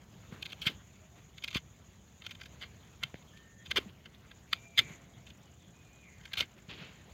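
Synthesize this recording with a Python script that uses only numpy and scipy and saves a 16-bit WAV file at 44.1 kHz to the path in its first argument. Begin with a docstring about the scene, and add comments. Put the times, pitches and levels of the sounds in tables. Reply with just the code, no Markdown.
"""Paring wood outdoors

A small knife pares the rim of a hand-held round of wood, close to a phone's microphone.
The blade sticks and slips in short bursts: swarms of tiny clicks ring the modes of the wood.
Dull knocks are damped low pushes with a tick; rubs and a late swish are grainy friction.
Further off, noise bands make trilling insects and low traffic rumble, with a rustle over them;
gliding tones make a far bird's whistles, hoarse calls and faint hums."""
import sys
import numpy as np
from scipy import signal
from scipy.fft import rfft, irfft
from scipy.io import wavfile
from scipy.ndimage import uniform_filter1d

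SR = 44100
rng = np.random.default_rng(int(sys.argv[2]) if len(sys.argv) > 2 else 0)


def how_loud(loudness_db):
    """Turn decibels into a plain amplitude multiplier (0 dB gives 1, 20 dB gives 10)."""
    steps = np.asarray(loudness_db, float) / 20
    return 10 ** steps


def dump(signal):
    """Clip the signal to [-1, 1] and save it as 16-bit WAV at the path in sys.argv[1]."""
    limited = np.clip(np.atleast_2d(signal).T, -1, 1)
    pcm = np.round(limited * 32767).astype(np.int16)
    wavfile.write(sys.argv[1], SR, pcm)


N = 314433
T = np.arange(N) / SR


def evened(x):
    """Scales to rms 1."""
    return x / np.sqrt(np.mean(x ** 2) + 1e-20)


def add(mix, s, sound):
    """Mixes a sound in from second s."""
    part = mix[round(s * SR):][:len(sound)]
    part += sound[:len(part)]


def track(sounds):
    """Lays (start in s, sound) pairs on a silent track."""
    out = np.zeros(N)
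    for s, sound in sounds:
        add(out, s, sound)
    return out


def resonate(x, hz, width):
    """Shifts the curve hz down to zero, smooths, and shifts back: a resonance of gain 1."""
    turn = np.exp(2j * np.pi * np.cumsum(hz * np.ones(len(x))) / SR)
    r = np.exp(-np.pi * width / SR)
    return 2 * (turn * signal.lfilter([1 - r], [1, -r], x / turn)).real


def colour(x, points):
    """Filters by a spectrum, keeping the power of white input."""
    f, db = np.transpose(points)
    bins = np.fft.rfftfreq(len(x), 1 / SR)
    gain = how_loud(np.interp(np.log(bins + 1), np.log(f), db))
    return irfft(rfft(x) * evened(gain), len(x))


def crackle(count, per_s, spread_db):
    """Dense clicks of random sign and uneven size, scaled to rms 1."""
    hit = rng.random(count) < per_s / SR
    size = rng.exponential(size=count)
    sign = rng.standard_normal(count)
    return evened(hit * how_loud(spread_db * np.minimum(size, 4)) * sign)


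def drift(per_s):
    """Slow random wander of rms 1."""
    return evened(resonate(resonate(rng.standard_normal(N), 0, per_s), 0, per_s))


def patches(x, patchy_db):
    """Lets the level wander in small blotches of pitch and time."""
    z = signal.stft(x, nperseg=512)[2]
    field = rng.standard_normal(z.shape[::-1]).T
    field = uniform_filter1d(field, size=6, axis=0)
    field = uniform_filter1d(field, size=7, axis=1)
    return evened(signal.istft(z * how_loud(patchy_db * evened(field)), nperseg=512)[1][:N])


# rustle of hands and cloth: (t/s, level/dB)
RUSTLE_LEVEL = [(0.0, -66), (0.55, -61.5), (0.97, -67), (2.24, -68), (2.44, -64.5), (3.16, -63.5),
                (3.61, -70), (3.77, -56), (3.89, -63.5), (4.05, -67.5), (4.57, -64.5), (4.75, -69),
                (4.94, -68), (5.26, -65.5), (6.05, -69), (6.25, -66.5), (6.45, -67.5), (7.13, -63.5)]
# spectrum of the low rumble: (f/Hz, relative density/dB)
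RUMBLE_SPECTRUM = [(18, -38), (30, -14.5), (65, 0.5), (199, -5), (279, -15), (397, -16), (487, -20),
                   (635, -21), (1000, -29.5), (1300, -35.5), (2200, -120)]
# spectrum of the rustle: (f/Hz, relative density/dB)
RUSTLE_SPECTRUM = [(300, -3.5), (800, -1), (1500, -2), (3400, -3.5), (4700, -12.5), (5600, -15),
                   (8100, -28.5), (15700, -19)]
RUMBLE_DB, RUMBLE_SHARE, CALM_DB = -58, 0.53, -66.5  # rumble at calm, dB per dB of rustle, calm rustle


def air():
    """Lumpy low rumble that swells with a wide, faintly grainy rustle."""
    rustle_db = np.interp(T, *np.transpose(RUSTLE_LEVEL))
    rumble_db = RUMBLE_DB + RUMBLE_SHARE * (rustle_db - CALM_DB)
    rumble = colour(rng.standard_normal(N), RUMBLE_SPECTRUM)
    grains = crackle(N, per_s=15000, spread_db=0.5)
    rustle = patches(colour(grains, RUSTLE_SPECTRUM), patchy_db=2.5)
    return rumble * how_loud(rumble_db + 1.11 * drift(36)) + rustle * how_loud(rustle_db + 0.93 * drift(25))


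# insect band as heard at the microphone, with sudden level changes:
# (t/s, chorus level/dB, nearest singer level/dB)
INSECT_LEVELS = [(0, -77, -79), (.3, -70, -81.5), (3.86, -71.5, -77), (3.9, -77, -87), (4.26, -79, -78),
                 (4.3, -70.5, -79), (4.8, -69.5, -73), (4.95, -60, -68), (5, -73, -74.5), (6, -72.5, -75.5),
                 (7.13, -72.5, -76)]
# spectrum of the chorus: (f/Hz, relative density/dB)
CHORUS_SPECTRUM = [(5300, -56), (5750, -11), (6200, -5), (6850, 3), (7250, -7), (7550, -12), (7800, -27.5)]
CHIRPS_PER_S, CHIRP_LAG_S = 12, 0.0301


def insects():
    """A blurred noise-band chorus, and one nearer singer that gives two short pulses a chirp."""
    s, *columns = np.transpose(INSECT_LEVELS)
    chorus_db, near_db = (np.interp(T, s, c) for c in columns)
    within = ((T - CHIRP_LAG_S) * CHIRPS_PER_S + .5) % 1 - .5  # share of a chirp period from its middle
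    pulses = np.exp(-((abs(within) / CHIRPS_PER_S - .0125) / 0.0055) ** 2)  # s either side of the middle
    chorus = colour(rng.standard_normal(N), CHORUS_SPECTRUM)
    near = pulses * resonate(resonate(rng.standard_normal(N), 7304, 530), 6180, 600)
    return how_loud(chorus_db + 2.37 * drift(43)) * evened(chorus) + how_loud(near_db) * evened(near)


def tone(rows, rasp):
    """A thin tone from afar whose level flutters; rasp (0 to 1) spreads it into a rough band."""
    flutter_db = 1.2
    s, *columns = np.transpose(rows)
    t = np.arange(s[0], s[-1], 1 / SR)
    hz, db = (np.interp(t, s, c) for c in columns)
    narrow, wide = rng.standard_normal((2, len(t)))
    thin = np.sin(2 * np.pi * np.cumsum(hz) / SR)
    thin += 0.3 * evened(resonate(resonate(narrow, hz, 70), hz, 70))
    rough = resonate(resonate(wide, hz, 420), hz, 500)
    mix = np.sqrt(1 - rasp) * evened(thin) + np.sqrt(rasp) * evened(rough)
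    level = how_loud(db + flutter_db * drift(29.6)[:len(t)])
    return s[0], level * mix * signal.windows.tukey(len(t), .1)


def glide(s, length, first_hz, last_hz, db):
    """A call as a curve: the pitch slides fast, then slower, while the level sinks by 4 dB."""
    u = np.linspace(0, 1, 30)
    return np.transpose([s + u * length, first_hz + (last_hz - first_hz) * u ** .4, db - 4 * u])


# faint low tones that come and go: (start t/s, length/s, first f/Hz, last f/Hz, starting level/dB)
HUM_CALLS = [(1.01, 0.073, 619.8, 640, -67), (1.11, 0.1, 678, 712, -69), (4.5, .8, 665, 689, -70),
             (5.3, 0.95, 705, 700, -79)]


def hums():
    """Faint low gliding tones, slightly rough."""
    return track(tone(glide(*row), rasp=0.21) for row in HUM_CALLS)


# hoarse far calls: (start t/s, length/s, first f/Hz, last f/Hz, starting level/dB)
SQUAWK_CALLS = [(3.27, 0.066, 3170, 3260, -65.5), (4.81, 0.1595, 2200, 2076, -57.5),
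                (4.98, 0.28, 2110, 2122, -71.5), (5.13, 0.054, 3310, 3400, -68),
                (5.6, .12, 3700, 3250, -69), (6.025, .19, 2500, 1960, -62)]


def squawks():
    """Gliding calls, almost all rough noise band."""
    return track(tone(glide(*row), rasp=.98) for row in SQUAWK_CALLS)


# short far whistles: (start t/s, length/s, first f/Hz, last f/Hz, starting level/dB)
SHORT_WHISTLES = [(3.4, .06, 3065, 3100, -73), (3.585, .065, 3420, 3223, -70), (5.45, .07, 3000, 2950, -72)]
# long far whistles, one table each: (t/s, f/Hz, level/dB)
LONG_WHISTLE_CURVES = [
    [(3.322, 1722, -66), (3.345, 1745, -65), (3.38, 1808, -68), (3.5, 1830, -64), (3.58, 1795, -70),
     (3.625, 1835, -61), (3.655, 1830, -73)],
    [(4.555, 2350, -55), (4.625, 2360, -68), (4.67, 2384, -60), (4.71, 2370, -70), (4.745, 2350, -56),
     (4.87, 2320, -59), (4.98, 2340, -72)],
    [(5.725, 2450, -72), (5.79, 2510, -70), (5.84, 2464, -76), (5.87, 2420, -67.5), (5.98, 2480, -71),
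     (6.025, 2444, -65), (6.1, 2400, -71), (6.19, 2460, -76)],
]


def whistles():
    """Mostly pure tones: short ones glide, long ones follow drawn curves of pitch and level."""
    curves = [glide(*row) for row in SHORT_WHISTLES] + LONG_WHISTLE_CURVES
    return track(tone(curve, rasp=.2) for curve in curves)


# spectrum of tearing fibres: (f/Hz, relative density/dB)
FIBRE_SPECTRUM = [(5500, -43), (7000, -3.5), (9500, -13.5), (12500, -6.5), (15700, -11)]


def tear(grains):
    """Clicks of breaking fibres, filtered to a bright hiss."""
    return colour(grains, FIBRE_SPECTRUM)


# spectrum of soft contact close to the microphone: (f/Hz, relative density/dB)
SKIN_SPECTRUM = [(500, 9.5), (1200, 6.5), (4500, -1.5), (6000, -6.5), (9000, -24)]


def rub(s, rise_s, fade_s, peak_db, hz, low_db, hiss_db, per_s):
    """Fine friction grain through a broad resonance, with a rumble from the grip."""
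    t = np.arange(0, rise_s + fade_s, 1 / SR)
    db = peak_db + np.interp(t, [0, rise_s, rise_s + fade_s], [-11, 0, -20.5])
    grain = crackle(len(t), per_s=per_s, spread_db=0.0)
    skin = resonate(resonate(grain, hz, 1360), hz, 3200)
    skin += 0.55 * resonate(resonate(grain, 3000, 2430), 3000, 2400)
    skin = colour(skin, SKIN_SPECTRUM)
    grip = resonate(resonate(rng.standard_normal(len(t)), 260, 307), 270, 253)
    mix = evened(skin) + how_loud(low_db) * evened(grip) + how_loud(hiss_db) * tear(grain)
    return s, how_loud(db) * mix * signal.windows.tukey(len(t), .1)


# a soft, dull swish in two surges, then fading, close by:
# (start t/s, rise/s, fade/s, skin level at the peak/dB, centre f/Hz)
SWISH_SURGES = [(6.68, 0.026, 0.171, -46.5, 2890), (6.76, .07, 0.11, -49, 2450),
                (6.85, 0.043, 0.33, -60.5, 2650)]


def swishes():
    """Dense friction grain with little grip rumble and very little fibre hiss."""
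    return track(rub(*row, low_db=-8, hiss_db=-33, per_s=7000) for row in SWISH_SURGES)


# rubs of skin or blade flat on wood, close by:
# (start t/s, rise/s, fade/s, skin level at the peak/dB, centre f/Hz)
RUB_STROKES = [(0.312, 0.011, 0.12, -52.5, 1720), (0.69, 0.0047, 0.065, -46.5, 3200),
               (1.149, 0.038, .04, -61.5, 2160), (3.794, .006, 0.11, -55.5, 2550),
               (3.875, 0.021, .02, -59.5, 2600), (4.804, 0.0074, 0.059, -49, 2620),
               (4.83, 0.064, 0.198, -55.5, 2090), (6.43, 0.0054, 0.033, -53.5, 3000),
               (6.56, 0.025, 0.038, -59.5, 2130)]


def rubs():
    """Coarser friction grain with a strong grip rumble and some fibre hiss."""
    return track(rub(*row, low_db=-1, hiss_db=-17, per_s=4600) for row in RUB_STROKES)


# dull knocks through the hands, close by:
# (t/s, push peak level/dB, settled f/Hz, length/cycles, tick level against the push/dB)
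HAND_KNOCKS = [(0.323, -35.5, 175.7, 1.14, -5), (.666, -30.5, 138.8, 1.025, 4),
               (1.557, -23.5, 150, 0.42, -7), (3.034, -45.5, 136, 2.97, -21), (3.143, -35.5, 127, 0.46, 12),
               (3.777, -34.5, 383, 1.8, -13), (3.7842, -26, 356, 1.44, -18), (3.859, -41, 198, 3.5, -20),
               (4.531, -45, 158, 0.71, -15), (4.783, -41.5, 116.4, 3, -5), (4.845, -44.5, 140.4, 2.6, -8.5),
               (4.905, -41.5, 153, 1.7, -20), (6.378, -43.5, 89, 1.4, -3), (6.417, -40, 90.5, 0.52, 15),
               (6.685, -41.5, 147, 1.06, -15), (6.811, -44, 172, 2.76, -15)]


def knocks():
    """A short low push whose pitch sags as the grip damps it, led by a woody tick."""
    out, t = np.zeros(N), np.arange(SR // 8) / SR
    for s, db, hz, cycles, tick_db in HAND_KNOCKS:
        turns = hz * (t + 0.5 * 0.0014 * (1 - np.exp(-t / 0.00082)))
        push = -np.sin(2 * np.pi * turns) * np.sqrt(turns) * np.exp(-(turns / max(cycles, .5)) ** 2)
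        tick = np.sin(2 * np.pi * 1900 * t) * np.exp(-t / 0.00031)
        tick += 0.58 * np.sin(2 * np.pi * 600 * t) * np.exp(-t / 0.00067)
        tick *= 1 - np.exp(-t / .0002)  # a fingertip-soft edge
        add(out, s, how_loud(db) * (push / abs(push).max() + how_loud(tick_db) * tick))
    return out


def yard(x):
    """Echoes of the concrete step and near walls: sparse taps that die by 60 dB in 36 ms."""
    spacing = 22  # samples
    at = np.arange(130, SR // 4, spacing)
    taps = np.zeros(SR // 4 + spacing)
    signs = rng.choice([-1., 1.], len(at))
    taps[at + rng.integers(0, spacing, len(at))] = signs * how_loud(-60 * at / SR / 0.036)
    return signal.fftconvolve(resonate(x, 2000, 5200), taps / np.linalg.norm(taps))[:N]


def ring(x, modes, ref):
    """Rings a set of modes, each louder or softer as the grip shifts; the steady signal ref gives rms 1."""
    grip_db = 2  # how far the fingers damp or free each mode
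    steady, held = np.zeros((2, N))
    for k, (hz, width, db) in enumerate(modes):
        sign = (-1) ** k
        steady += sign * how_loud(db) * resonate(ref, hz, width)
        held += sign * resonate(x * how_loud(db + grip_db * drift(15.3)), hz, width)
    return held / np.std(steady)


# blade slips, close by: (start t/s, level/dB, rise/ms, fall/ms, low modes against the high/dB)
BLADE_SLIPS = [(0.419, -34, 9.4, 2, -9.5), (0.45, -39, 13.4, 2.5, -8.5), (0.489, -53, 6.8, 12, -7),
               (0.497, -42.5, 3.2, 11.3, -6), (0.516, -40, 14.8, 1.5, -7), (0.613, -35, 3.3, 28, -11.5),
               (0.65, -32.5, 29.3, 11, -4.5), (0.66, -25, 13.5, 6.4, -14), (1.377, -42, 5.57, 4, -6),
               (1.419, -47, 3.1, 8, -5), (1.4346, -30, 9.4, 4.5, -7.5), (1.474, -36, 8.9, 5.9, -6.5),
               (1.502, -41, 6.3, 9.3, -7.5), (1.524, -42.5, 2.7, 27.5, -2.5), (1.541, -30, 5.8, 8, -7),
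               (1.549, -32, 21.8, 9.36, -5), (2.2153, -50.5, 5.9, 6, -2.5), (2.2358, -52.5, 20, 15, -3),
               (2.2616, -34, 3.4, 4.7, -6), (2.289, -49, 8.2, 4.6, -2), (2.3058, -35, 2.9, 9, -8.5),
               (2.347, -47.5, 6.5, 3.5, -7), (2.3934, -53.5, 6.9, 8, -2), (2.4077, -43, 6.7, 5.5, -5),
               (2.431, -42.5, 4.4, 3, -11), (2.453, -44, 8.7, 5.4, -8.5), (2.6073, -44.5, 16, 23, -1.5),
               (2.63, -44, 4.8, 6.5, 5.5), (3.0247, -40, 2.3, 9.2, 4.5), (3.031, -23.5, 4.97, 2.5, -5.5),
               (3.152, -51, 2.3, 3, 3), (3.166, -57, 2.3, 3, -9), (3.181, -54, 2.3, 3, -9),
               (3.222, -56, 3, 4, -8), (3.365, -55.5, 8.9, 10.7, -18), (3.652, -48, 12, 9.9, -6),
               (3.7043, -29, 12.7, 2.5, -4), (3.7562, -26.5, 6.5, 14.7, -3),
               (3.7657, -23, 13.92, 4.9, -4.5), (4.0533, -45.5, 3.5, 7.9, -1),
               (4.1421, -55, 1.9, 11, -15.5), (4.31, -46.5, 3.8, 4, 3.5), (4.526, -20, 5.26, 4, -6),
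               (4.7721, -23, 13.9, 1.5, -9), (4.7853, -17, 5.8, 6.7, -9), (5.2636, -49.5, 3.9, 13, -7),
               (5.2826, -56, 2.4, 7, -11.5), (5.298, -49.5, 6.2, 3.5, -9), (6.178, -57, 3, 4, -9),
               (6.208, -54, 3, 4, -2), (6.233, -52.5, 3, 4, 1), (6.2506, -39, 4.7, 4.8, -5.5),
               (6.274, -48, 3.0, 2.8, 1), (6.315, -49.5, 4, 9.8, 2), (6.33, -28.5, 3.8, 7.1, -9.5),
               (6.35, -45.5, 9.6, 6.5, -1), (6.368, -28, 21.4, 10.6, -8), (6.3978, -26.5, 8.96, 11.8, -7),
               (6.419, -39.5, 2.4, 11.2, 0), (6.494, -56, 2.9, 1.1, -10)]
# what the wood and blade ring with: (f/Hz, width/Hz, relative level/dB)
WOOD_MODES = [(427, 398, -12.5), (800, 160, -11), (1080, 240, -6.5), (1372, 142, 0.5), (1574, 158, 2),
              (2130, 148, 6), (2420, 203, -2), (2680, 290, -3), (3128, 197, 1), (3580, 244, -0.5),
              (4194, 380, -8.5), (4720, 196, -8), (5110, 390, -15.5), (6320, 390, -15)]
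LOW_BELOW_HZ = 2300  # the low modes lie under this
TEAR_DB, TEAR_PER_LOW = -23.5, -0.291  # fibre hiss under the slip; duller slips tear less (dB per dB)
DRAG_DB, DRAG_MS = -24.5, 20.7  # the blade drags on after
# the blade creeps in before it breaks loose, only a little louder for strong slips (dB per dB)
CREEP_DB, CREEP_SHARE, CREEP_MS = -42, 0.46, 9.5


def blade():
    """Each slip is a swarm of tiny breaks that creeps in, breaks loose, swells and dies, ringing the wood."""
    high, low, hiss = np.zeros((3, N))  # power curves
    lead_s = .05
    t_ms = (np.arange(SR // 5) / SR - lead_s) * 1000
    onset = 1 - np.exp(-(np.maximum(t_ms, 0) / 3.3) ** 2)  # the blade breaks loose in a few ms
    for s, db, rise_ms, fall_ms, low_db in BLADE_SLIPS:
        swell = np.clip(1 - t_ms / max(rise_ms, 1), 0, 1)
        past_ms = np.maximum(t_ms - rise_ms, 0)
        decay_db = 11.1 * (past_ms / max(fall_ms, 1)) ** 1.158
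        force = (how_loud(db - 4.5 * swell - decay_db) * onset) ** 2
        force += how_loud(2 * (db + DRAG_DB)) * np.exp(-2 * past_ms / DRAG_MS) * (past_ms > 0)
        creep = how_loud(2 * (CREEP_DB + CREEP_SHARE * db)) * np.exp(2 * np.minimum(t_ms, 0) / CREEP_MS)
        creep *= past_ms == 0
        add(high, s - lead_s, force + creep)
        add(low, s - lead_s, (force + creep) * how_loud(2 * low_db))
        add(hiss, s - lead_s, force * how_loud(2 * (TEAR_DB + TEAR_PER_LOW * low_db)))
    breaks = crackle(N, per_s=5000, spread_db=2)
    wood = ring(breaks * np.sqrt(high), [m for m in WOOD_MODES if m[0] > LOW_BELOW_HZ], breaks)
    wood += ring(breaks * np.sqrt(low), [m for m in WOOD_MODES if m[0] < LOW_BELOW_HZ], breaks)
    wood = signal.sosfilt(signal.butter(2, 6000, fs=SR, output="sos"), wood)  # wood swallows the top
    fibres = tear(crackle(N, per_s=15000, spread_db=-1.5) * np.sqrt(hiss))
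    return how_loud(-1.5) * wood + fibres


def scene():
    """Knife and hands near, with faint echoes of the cut; the rest far."""
    far = air() + insects() + hums() + squawks() + whistles()
    near = swishes() + rubs() + knocks()
    cut = blade()
    return (far + near + how_loud(-23) * yard(cut) + cut)[None]


# steady hiss: (f/Hz, relative density/dB)
HISS_SPECTRUM = [(300, 12), (6000, 6.5), (8500, -1.5), (11000, -0.5), (15700, 3.5)]


def pick_up(dry):
    """Adds steady microphone hiss at -75 dB and drops the bass below 52 Hz."""
    heard = dry + how_loud(-75) * colour(rng.standard_normal(N), HISS_SPECTRUM)
    return signal.sosfilt(signal.butter(4, 52, "high", fs=SR, output="sos"), heard)


def band_limit(x):
    """A steep low-pass at the top of the band."""
    return signal.sosfilt(signal.butter(12, 15790, fs=SR, output="sos"), x)


def record(dry):
    """The scene as picked up by the close microphone."""
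    mix = pick_up(dry)
    return band_limit(mix)


dry = scene()
out = record(dry)
dump(out)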